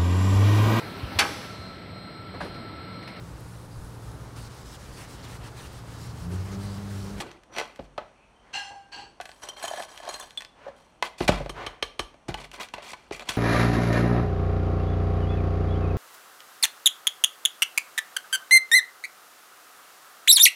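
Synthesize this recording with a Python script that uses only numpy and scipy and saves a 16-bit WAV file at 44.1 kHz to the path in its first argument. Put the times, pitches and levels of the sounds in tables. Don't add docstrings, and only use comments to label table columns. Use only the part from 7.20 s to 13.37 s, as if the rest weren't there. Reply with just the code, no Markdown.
import sys
import numpy as np
from scipy import signal
from scipy.fft import rfft, irfft
from scipy.io import wavfile
from scipy.ndimage import uniform_filter1d

SR = 44100
rng = np.random.default_rng(int(sys.argv[2]) if len(sys.argv) > 2 else 0)


def unload_wav(signal):
    wavfile.write(
        sys.argv[1],
        SR,
        np.round(np.clip(np.atleast_2d(signal).T, -1, 1) * 32767).astype(np.int16),
    )


N = 272097
CUTOFF_HZ = 16000

# f/Hz, level/dB
SCOOP_ENVELOPE = [(40, 1), (100, -3), (160, -0.5), (400, 0.5), (800, 7), (1400, -2.5), (3000, 0.5),
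                  (5000, -5.5), (9000, -12), (12000, -17.5), (16000, -39)]
CLAY_ENVELOPE = [(40, 4), (170, -15.5), (350, -2), (900, 1), (1500, -8), (3500, 1), (6000, -10.5),
                 (10000, -2), (16000, -25)]
SOIL_ENVELOPE = [(60, -18.5), (300, -3), (800, 9), (1400, -12), (3000, -18), (6000, -17.5), (10000, -11),
                 (13000, -23.5), (16000, -29)]
# f/Hz, bandwidth/Hz, level/dB re the envelope
SCOOP_RESONANCES = [(470, 25, 7), (652, 17, 13), (861, 16, 9.5), (1142, 30, 10), (1230, 17, -8),
                    (1510, 25, 11), (1744, 19, 12.5), (2000, 110, 8), (2380, 69, 3), (2590, 31, 12),
                    (3300, 420, 1.5), (4195, 170, 5), (5750, 36, 8)]
POT_RESONANCES = [(620, 12.7, 11.7), (1098, 56, 4.9), (1650, 150, 2.5), (2340, 31, 1.2), (3170, 56, 10.5),
                  (4170, 37, 11), (5810, 71, 12), (6370, 20, 2.9), (6690, 41, 13.4), (7800, 44, 12),
                  (8400, 41, 11)]
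# t/s, level/dB, hardness/dB, contact time/s, favoured f/Hz
HAND_PATS = [(4.2932, -34.5, 0, 0.0058, 1180), (4.4634, -34, 4, 0.0051, 1200),
             (4.6248, -27.5, 5.5, 0.0038, 458), (4.7924, -27, 2, 0.0047, 1180)]


def from_db(db):
    return 10 ** (np.asarray(db) / 20)


def rms(x):
    return np.sqrt(np.mean(x ** 2) + 1e-20)


def seconds(length):
    return np.arange(int(length * SR)) / SR


def at_hz(points, hz):
    known_hz, values = np.transpose(points)
    return np.interp(np.log(np.maximum(hz, 1)), np.log(known_hz), values)


def band(x, edges, order=3):
    return signal.sosfilt(signal.butter(order, edges, "band", fs=SR, output="sos"), x)


def through(x, response):
    return signal.fftconvolve(x, response)[:len(x)]


def add(out, s, sound):
    start = max(round(s * SR), 0)
    out[start:start + len(sound)] += sound[:N - start]


def body_response(envelope, modes=(), size=32768):
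    hz = np.arange(size // 2 + 1) * SR / size
    peaks = sum(from_db(db) ** 2 / (1 + (2 * (hz - centre) / width) ** 2) for centre, width, db in modes)
    magnitude = from_db(at_hz(envelope, hz)) * np.sqrt(1 + peaks)
    cepstrum = irfft(np.log(magnitude))
    cepstrum[1:size // 2] *= 2
    cepstrum[size // 2 + 1:] = 0
    return irfft(np.exp(rfft(cepstrum)))[:size // 2]


def coloured_noise(envelope):
    noise = through(rng.standard_normal(N), body_response(envelope))
    return noise / rms(noise)


def gesture(start_s, length_s, db, swell_db, attack_s, release_s):
    age = np.arange(N) / SR - start_s
    progress = np.clip(age / length_s, 0, 1)
    release = np.exp(-np.clip((age - length_s) / release_s, 0, 20))
    return np.clip(age / attack_s, 0, 1) * from_db(db + swell_db * (progress - .5)) * release


def contact_force(contact_s, size=4096):
    age = (np.arange(size) + 1) / SR / max(contact_s, 1e-4)
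    shape = (1 - np.exp(-age / 0.29)) * np.exp(-age)
    force = rng.standard_normal(size) * shape
    for _ in range(2):
        spectrum = rfft(force, 2 * size)
        force = irfft(spectrum / (np.abs(spectrum) + 1e-12))[:size] * shape ** 0.13
    return force


def impacts(blows, envelope, modes, balance_db, click_slope, favour_db, width_hz, q, gain_db, ring_hz=()):
    out = np.zeros(N)
    bands_hz = [(30, 300), (300, 1400), (1400, 5000), (5000, 16000)]
    boom_db, ring_db, click_db = balance_db
    for s, body_db, hard_db, contact_s, *spot_hz in blows:
        favoured = [(hz, width_hz + hz / q, favour_db) for hz in (*spot_hz, *ring_hz)]
        struck = through(body_response(envelope, [*modes, *favoured]), contact_force(contact_s))
        push_db = 12.5 * np.log2(contact_s / 0.0041)
        levels = (boom_db + push_db, 0, ring_db + hard_db, click_db + click_slope * hard_db)
        for edges, db in zip(bands_hz, levels):
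            part = band(struck, edges)
            onset_rms = rms(part[:int(.025 * SR)])
            add(out, s, part * from_db(body_db + db + gain_db) / onset_rms)
    return out


def grains(base_per_s, spread_db, dust, cycles, clump_db):
    clumps = uniform_filter1d(rng.standard_normal(N), size=220)
    hits = rng.random(N) < base_per_s / SR * from_db(clump_db * clumps / rms(clumps))
    strengths = from_db(spread_db * np.minimum(rng.exponential(1, N), 3.5))
    clicks = hits * strengths * rng.choice([-1, 1], N)
    pitches_hz = np.geomspace(900, 15000, 28)
    pitch_index = rng.integers(0, len(pitches_hz), N)
    ringing = np.zeros(N)
    for k, hz in enumerate(pitches_hz):
        radius = from_db(-60 * hz / (cycles * SR))
        resonator = [1, -2 * radius * np.cos(2 * np.pi * hz / SR), radius ** 2]
        ticks = signal.lfilter([1, 0, -1], resonator, clicks * (pitch_index == k) + 1e-18)
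        ringing += ticks / rms(ticks) * np.sqrt(hz)
    stream = ringing / rms(ringing) + 0.65 * clicks / rms(clicks) + dust * rng.standard_normal(N)
    return stream / np.sqrt(uniform_filter1d(stream ** 2, size=1100) + 1e-9)


def band_flows(moves, balance_db, attack_s, release_s):
    flows = np.zeros((3, N))
    for *move, bright_db in moves:
        gains = from_db(np.array(balance_db) + bright_db * np.array([-1, 0, 1]))
        flows += np.outer(gains, gesture(*move, attack_s, release_s))
    return flows


def running_grit(flows, response, stream):
    out = np.zeros(N)
    bands_hz = [(200, 1400), (1400, 5000), (5000, 16000)]
    for edges, flow in zip(bands_hz, flows):
        part = band(response, edges)
        out += through(stream * flow, part) / np.linalg.norm(part)
    return out


def background():
    # f/Hz, level/dB
    envelope = [(15, -18), (25, 10), (50, 8), (95, -1.5), (160, -0.5), (405, -3), (887, -2), (1840, -12.5),
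                (2550, -13.5), (3160, -14), (3920, -23), (4250, -18.5), (5000, -27.5), (5730, -19),
                (7510, -29), (8360, -23), (10000, -30), (11000, -39), (16000, -52)]
    return from_db(-59) * coloured_noise(envelope)


def room(x, early_db, late_db, early_s):
    # f/Hz, T60/s
    decay_times = [(100, 0.61), (500, 0.4), (1500, 0.38), (4000, 0.34), (12000, 0.31)]
    t = seconds(.7)
    edges = np.geomspace(30, CUTOFF_HZ, num=9)
    tail = np.zeros(len(t))
    for low, high in zip(edges, edges[1:]):
        t60 = at_hz(decay_times, np.sqrt(low * high))
        tail += band(rng.standard_normal(len(t)), (low, high)) * from_db(-60 * t / t60)
    tail *= np.clip((t - .006) / 0.029, 0, 1)
    echoes = rng.standard_normal(len(t)) * (t > .002) * np.exp(-(t / early_s) ** 2)
    early = from_db(early_db) * echoes / np.linalg.norm(echoes)
    late = from_db(late_db) * tail / np.linalg.norm(tail)
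    return x + through(x, early + late)


def soft_swishes():
    # t/s, duration/s, level/dB, swell/dB
    swishes = [(0.775, 0.059, -42.5, -12.5), (1.21, 0.096, -55, 6), (3.33, 0.13, -50, 13.5),
               (4.335, 0.093, -34, 4)]
    # f/Hz, level/dB
    envelope = [(59, -21), (100, -11), (318, -8), (743, -3.5), (877, -5), (993, -2.5), (1120, -5.5),
                (2130, -11), (6000, -31), (14000, -51)]
    gain = sum(gesture(*swish, attack_s=0.036, release_s=0.063) for swish in swishes)
    return from_db(-5) * gain * coloured_noise(envelope)


def clothes_rustle():
    # t/s, duration/s, level/dB, swell/dB
    moves = [(0.012, 0.18, -43, -23), (0.292, .02, -46, 0), (1.758, 0.14, -48, -9)]
    # f/Hz, level/dB
    envelope = [(50, -14), (130, -5), (200, -7.5), (320, -1), (500, -8), (1500, -14), (8000, -72)]
    motion = sum(gesture(*move, attack_s=0.01, release_s=0.03) for move in moves)
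    return from_db(-7.5) * motion * coloured_noise(envelope)


def creeping_grip():
    # t/s, duration/s, f/Hz, bandwidth/Hz, level/dB
    creeps = [(0.3, 0.18, 5850, 161, -50), (0.896, 0.27, 2490, 398, -66), (1.116, 0.16, 3100, 80, -70)]
    out = np.zeros(N)
    for s, length_s, hz, width_hz, db in creeps:
        edges = (hz - width_hz / 2, hz + width_hz / 2)
        whisper = band(rng.standard_normal(SR), edges, order=2)[:int(length_s * SR)]
        add(out, s, from_db(db) * np.hanning(len(whisper)) * whisper / rms(whisper))
    return out


def singing_pot():
    # t/s, level/dB, rise/s, fade/s, cutoff/Hz, grip (0 first, 1 second), undamped time/s
    slips = [(1.328, -1, 0.013, 0.071, 15000, 0.17, 0.34), (1.503, -3, 0.004, 0.032, 950, 0.15, 0.093),
             (1.716, -1.5, 0.0085, 0.19, 15460, 0.94, 0.089)]
    # f/Hz, T60/s, level/dB at the first grip, level/dB at the second
    wall_modes = [(797, 0.72, -44, -50.5), (820, 0.38, -54.5, -51.5), (950, 0.076, -74, -54),
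                  (1630, 0.095, -43, -50.5), (1600, 1, -55, -62), (1633, 0.14, -44.5, -63),
                  (2000, 0.042, -49.5, -70), (2600, 0.18, -69, -63), (2760, 0.21, -41.5, -55.5),
                  (2800, 0.21, -38.5, -64), (3230, 0.19, -48, -57), (4180, 0.03, -44.5, -55),
                  (4430, 0.39, -56, -68), (4500, 0.051, -58, -48), (4980, 0.28, -58, -82),
                  (5440, 0.18, -57, -84), (5290, 0.15, -49.5, -81), (6000, 0.3, -68, -69),
                  (6090, 0.063, -48, -70), (7065, 0.22, -61, -88), (7300, 0.1, -53, -84),
                  (7750, 0.079, -61.5, -63.5), (8270, 0.1, -63, -81), (8950, 0.11, -64, -73),
                  (9530, 0.14, -65.5, -84), (10900, 0.14, -71, -97), (12600, 0.12, -72, -102)]
    # f/Hz, level/dB
    hiss_envelope = [(120, -63), (200, -35), (696, -13.5), (818, 0), (1360, -19.5), (1630, -15),
                     (2290, -13.5), (2850, -2), (3470, -17.5), (6080, -19), (15000, -57)]
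    out, t = np.zeros(N), seconds(.5)
    ring_samples, damping_s = .2 * SR, 0.07
    sagging_t = t * (1 - 0.02 * t)
    for s, db, rise_s, fade_s, cutoff_hz, grip, free_s in slips:
        slip = np.minimum(t / rise_s, 1) * np.exp(-np.maximum(t - 2 * rise_s, 0) / fade_s)
        sound = slip * coloured_noise(hiss_envelope)[:len(t)] * from_db(-35 - 9 * grip)
        for hz, t60, first_db, second_db in wall_modes:
            mode = np.sin(2 * np.pi * hz * sagging_t) * from_db(-60 * t / t60)
            ring = through(slip * rng.standard_normal(len(t)), mode)
            mode_db = 0.5 + first_db + grip * (second_db - first_db)
            sound += ring * np.sqrt(ring_samples / np.sum(ring ** 2)) * from_db(mode_db)
        sound *= np.exp(-np.maximum(t - free_s, 0) / damping_s)
        low_pass = signal.butter(5, cutoff_hz, fs=SR, output="sos")
        add(out, s, from_db(db) * signal.sosfilt(low_pass, sound))
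    return out


def bin_thumps():
    # t/s, level/dB, hardness/dB, contact time/s, favoured low f/Hz, favoured high f/Hz
    thumps = [(0.5903, -39, -3.5, 0.0063, 258, 552), (4.004, -27, 0.5, 0.0065, 290, 360),
              (4.0874, -17.5, 1.5, 0.0064, 182, 620), (4.2006, -36, -17, 0.0063, 159, 560),
              (4.2591, -37.5, -0.5, 0.0039, 150, 551), (4.9413, -55, 1, 0.0027, 280, 630),
              (5.082, -36.5, 4, 0.0089, 131, 348), (5.9091, -35.5, -1, 0.0041, 320, 400)]
    # f/Hz, level/dB
    envelope = [(25, -19), (60, -0.5), (200, -9.5), (600, -6.5), (1000, -9.5), (1600, -14), (3000, -15.5),
                (6000, -25.5), (10000, -34), (16000, -58)]
    # f/Hz, bandwidth/Hz, level/dB re the envelope
    modes = [(46.3, 3.2, 21), (76, 13, 4), (143, 4.8, 17.5), (179, 12.7, 18.5), (266, 41, 13.5),
             (360, 13, 8), (449, 4.6, 9.5), (600, 29, 1), (672, 28, 12), (827, 28, 11), (2350, 38, -5)]
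    return impacts(thumps, envelope, modes, balance_db=(-11, -12.5, -27), click_slope=3.5,
                   favour_db=16.5, width_hz=4.6, q=9.7, gain_db=1.13)


def pot_pats():
    # f/Hz, bandwidth/Hz, level/dB re the envelope
    modes = [(470, 300, 7.2), (1180, 28, 18), (1740, 150, 13.3), (2300, 370, 12.6), (3085, 85, 15.5),
             (3770, 40, 2.5), (4190, 110, 11), (5600, 400, 13.7), (6400, 52, 21), (8540, 65, 15)]
    return impacts(HAND_PATS, CLAY_ENVELOPE, modes, balance_db=(-8, -1.5, -10), click_slope=-0.5,
                   favour_db=13, width_hz=57, q=80, gain_db=-4, ring_hz=(3120,))


def scoop_knocks():
    # t/s, level/dB, hardness/dB, contact time/s, favoured low f/Hz, favoured high f/Hz
    knocks = [(0.001, -35, -3, 0.0058, 820, 1720), (0.3633, -41.5, 1, 0.0027, 690, 1900),
              (0.382, -35, 4.5, 0.0047, 480, 2130), (0.3966, -34.5, 0.5, 0.0033, 470, 2020),
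              (0.4128, -35.5, -6, 0.0006, 470, 1330), (0.778, -29.5, -10, 0.0041, 610, 1286),
              (2.0006, -36, -10.5, 0.0024, 720, 1475), (2.0106, -51, 8.5, 0.0034, 650, 1600),
              (2.0546, -51, 6.5, 0.0025, 670, 1660), (2.0903, -48.5, -0.5, 0.004, 650, 1650),
              (3.2056, -53, 9, 0.003, 1080, 1830), (3.2208, -51, 6.5, 0.00097, 1100, 1850),
              (3.8245, -25, -1, 0.0022, 1000, 2050), (4.0777, -26.5, 5, 0.0064, 680, 2350),
              (5.1415, -34.5, 0, 0.0033, 855, 2960), (5.5366, -36, -0.5, 0.0059, 974, 2750),
              (5.5805, -39, -8, 0.0026, 650, 2600), (5.7323, -40, 0, 0.0037, 1025, 2260),
              (5.9946, -45.5, 3.5, 0.0019, 586, 2380), (6.0874, -38.5, 12, 0.01, 1020, 3370)]
    return impacts(knocks, SCOOP_ENVELOPE, SCOOP_RESONANCES, balance_db=(-17, -0.5, -13.5),
                   click_slope=1.6, favour_db=16, width_hz=51, q=130, gain_db=-1.5)


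def stone_ticks(contact_s=0.0017):
    # t/s, level/dB, favoured f/Hz
    stones = [(0.114, -64, 6100), (0.2342, -73, 1600), (0.34, -67, 1300), (0.5596, -67.5, 2000),
              (2.115, -64.5, 4500), (2.6233, -55.5, 3560), (2.7757, -56.5, 3240), (3.1065, -62.5, 3470),
              (3.2483, -59, 4970), (5.3147, -60, 2830), (5.4863, -64, 6000)]
    ticks = [(s, db, 0, contact_s, hz) for s, db, hz in stones]
    return impacts(ticks, SCOOP_ENVELOPE, SCOOP_RESONANCES, balance_db=(4, 13, 5.5), click_slope=1,
                   favour_db=13, width_hz=260, q=46, gain_db=-2.5)


def rim_clinks():
    # t/s, level/dB, hardness/dB, contact time/s, favoured low f/Hz, favoured high f/Hz
    clinks = [(2.2306, -48, 2.5, 0.0053, 3120, 5900), (2.2861, -45.5, 8, 0.0048, 3120, 5800),
              (2.4483, -43.5, 4.5, 0.0035, 3110, 6690), (2.4795, -49, 12.5, 0.0026, 3100, 6660),
              (2.8887, -41, 0, 0.0032, 4170, 6690), (2.9379, -46.5, 6.5, 0.0051, 4170, 6600),
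              (3.0081, -53, 7.5, 0.0047, 3500, 6370), (3.1738, -57.5, 26, 0.0018, 3456, 8300)]
    return impacts(clinks, CLAY_ENVELOPE, POT_RESONANCES, balance_db=(-17, -2, -2.5), click_slope=.5,
                   favour_db=29, width_hz=14, q=140, gain_db=1)


def falling_clods():
    # t/s, level/dB, hardness/dB, contact time/s, cavity f/Hz
    clods = [(2.4366, -30.5, -1, 0.0083, 658), (2.5105, -32, -7, 0.0015, 652),
             (2.5343, -34, -5, 0.0027, 650), (2.5729, -33.5, 1, 0.0058, 687),
             (2.5949, -30.5, -2, 0.008, 650), (2.7993, -42, -0.5, 0.004, 650),
             (2.8753, -36, -10, 0.0021, 650), (2.9975, -50.5, 13, 0.0038, 1060),
             (3.029, -50, 8, 0.0044, 706), (3.4643, -37.5, -22, 0.005, 533),
             (3.4779, -37.5, -7.5, 0.0084, 553)]
    return impacts(clods, SOIL_ENVELOPE, POT_RESONANCES, balance_db=(-27.5, -8, -22), click_slope=2.12,
                   favour_db=21.5, width_hz=29, q=63, gain_db=-1.5, ring_hz=(1736,))


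def grit_on_scoop():
    # t/s, duration/s, level/dB, swell/dB, brightness/dB
    bursts = [(0, 0.03, -34, -26, 2.5), (0.058, 0.12, -54.5, -14, -3), (0.316, 0.051, -47.5, 13, -4),
              (.362, 0.041, -35.5, 1, -3), (0.402, 0.17, -52, -24, -4), (0.547, 0.11, -61, 3, 1),
              (3.835, 0.031, -35, -1, -0.5), (3.978, 0.033, -43.5, -11, 5), (4.009, 0.04, -35, -2, -1),
              (4.11, 0.2, -45, -29, -4), (5.084, 0.037, -40, -11, -5.5), (5.165, 0.052, -43, 6, -2),
              (5.232, 0.014, -44, 11, -1.5), (5.328, 0.043, -41.5, -12, 0.5),
              (5.375, 0.018, -50.5, 4, -10.5), (5.396, 0.047, -33.5, -8, 1), (5.55, 0.09, -49.5, -4, -6.5),
              (5.618, 0.1, -43, 9, 2), (5.76, .13, -57.5, -3, -2.5), (5.918, 0.066, -40, -14.5, 1),
              (5.997, 0.026, -40, 0.5, -2.5), (6.048, 0.053, -45, 15, -2.5), (6.097, 0.075, -38, -5, 1.5)]
    # f/Hz, level/dB
    envelope = [(88, -20), (150, -1), (475, -8.5), (1100, -7.5), (1790, -4.5), (1980, 3), (2600, 2),
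                (3420, 0), (5250, -12), (5790, -16), (8900, -18), (11500, -26), (16000, -35)]
    # f/Hz, bandwidth/Hz, level/dB re the envelope
    modes = [(470, 20, -18), (650, 180, 11), (1000, 130, 4.5), (2000, 68, -9), (2380, 170, 4),
             (2770, 63, 3), (3300, 47, 3), (4430, 190, 3), (5850, 53, 7)]
    flows = band_flows(bursts, balance_db=(0.34, 0, -7), attack_s=0.0099, release_s=.011)
    stream = grains(base_per_s=1800, spread_db=1, dust=0.62, cycles=30, clump_db=5)
    return from_db(-4) * running_grit(flows, body_response(envelope, modes), stream)


def pouring_soil():
    # t/s, duration/s, level/dB, swell/dB, brightness/dB
    slides = [(2.003, 0.27, -63, -3, 5.5), (2.218, 0.035, -47.5, -4, -1.5), (2.26, 0.084, -56.5, -4, -4),
              (2.363, 0.064, -47.5, 3, 0), (2.423, .035, -42, 1.5, 4.5), (2.47, 0.17, -44.5, 1, 1.5),
              (2.68, .13, -52.5, -1.5, 1), (2.82, 0.07, -47, 7, -4.5), (2.888, 0.074, -46, 5, 2),
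              (2.98, 0.057, -49.5, 4.5, 0), (3.05, 0.11, -61.5, -7, 3), (3.18, 0.021, -55.5, -4, 4),
              (3.22, 0.046, -69, -6, -2), (3.56, 0.33, -74, -24.5, 0.5)]
    balance_db = (2.47, 0, -8.5)
    poured = band_flows(slides, balance_db, attack_s=0.004, release_s=0.013)
    rattles = [(s, 0.018, db - 22, 0, 0) for s, db, *_ in HAND_PATS]
    shaken = band_flows(rattles, balance_db, attack_s=0.0099, release_s=0.023)
    stream = grains(base_per_s=4200, spread_db=3.5, dust=0.45, cycles=38, clump_db=4.5)
    pot = body_response(SOIL_ENVELOPE, POT_RESONANCES)
    return from_db(-0.5) * running_grit(poured + shaken, pot, stream)


def scene():
    blows = scoop_knocks() + stone_ticks() + bin_thumps() + pot_pats() + rim_clinks()
    soil = falling_clods() + grit_on_scoop() + pouring_soil()
    handling = soft_swishes() + clothes_rustle() + singing_pot() + creeping_grip()
    mix = background() + room(blows + soil + handling, early_db=-10.5, late_db=-17.5, early_s=0.019)
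    return mix[None]


def record(dry):
    high_pass = signal.butter(4, 40, "high", fs=SR, output="sos")
    low_pass = signal.ellip(10, .1, 80, CUTOFF_HZ, fs=SR, output="sos")
    return signal.sosfilt(low_pass, signal.sosfilt(high_pass, dry))


dry = scene()
out = record(dry)
unload_wav(out)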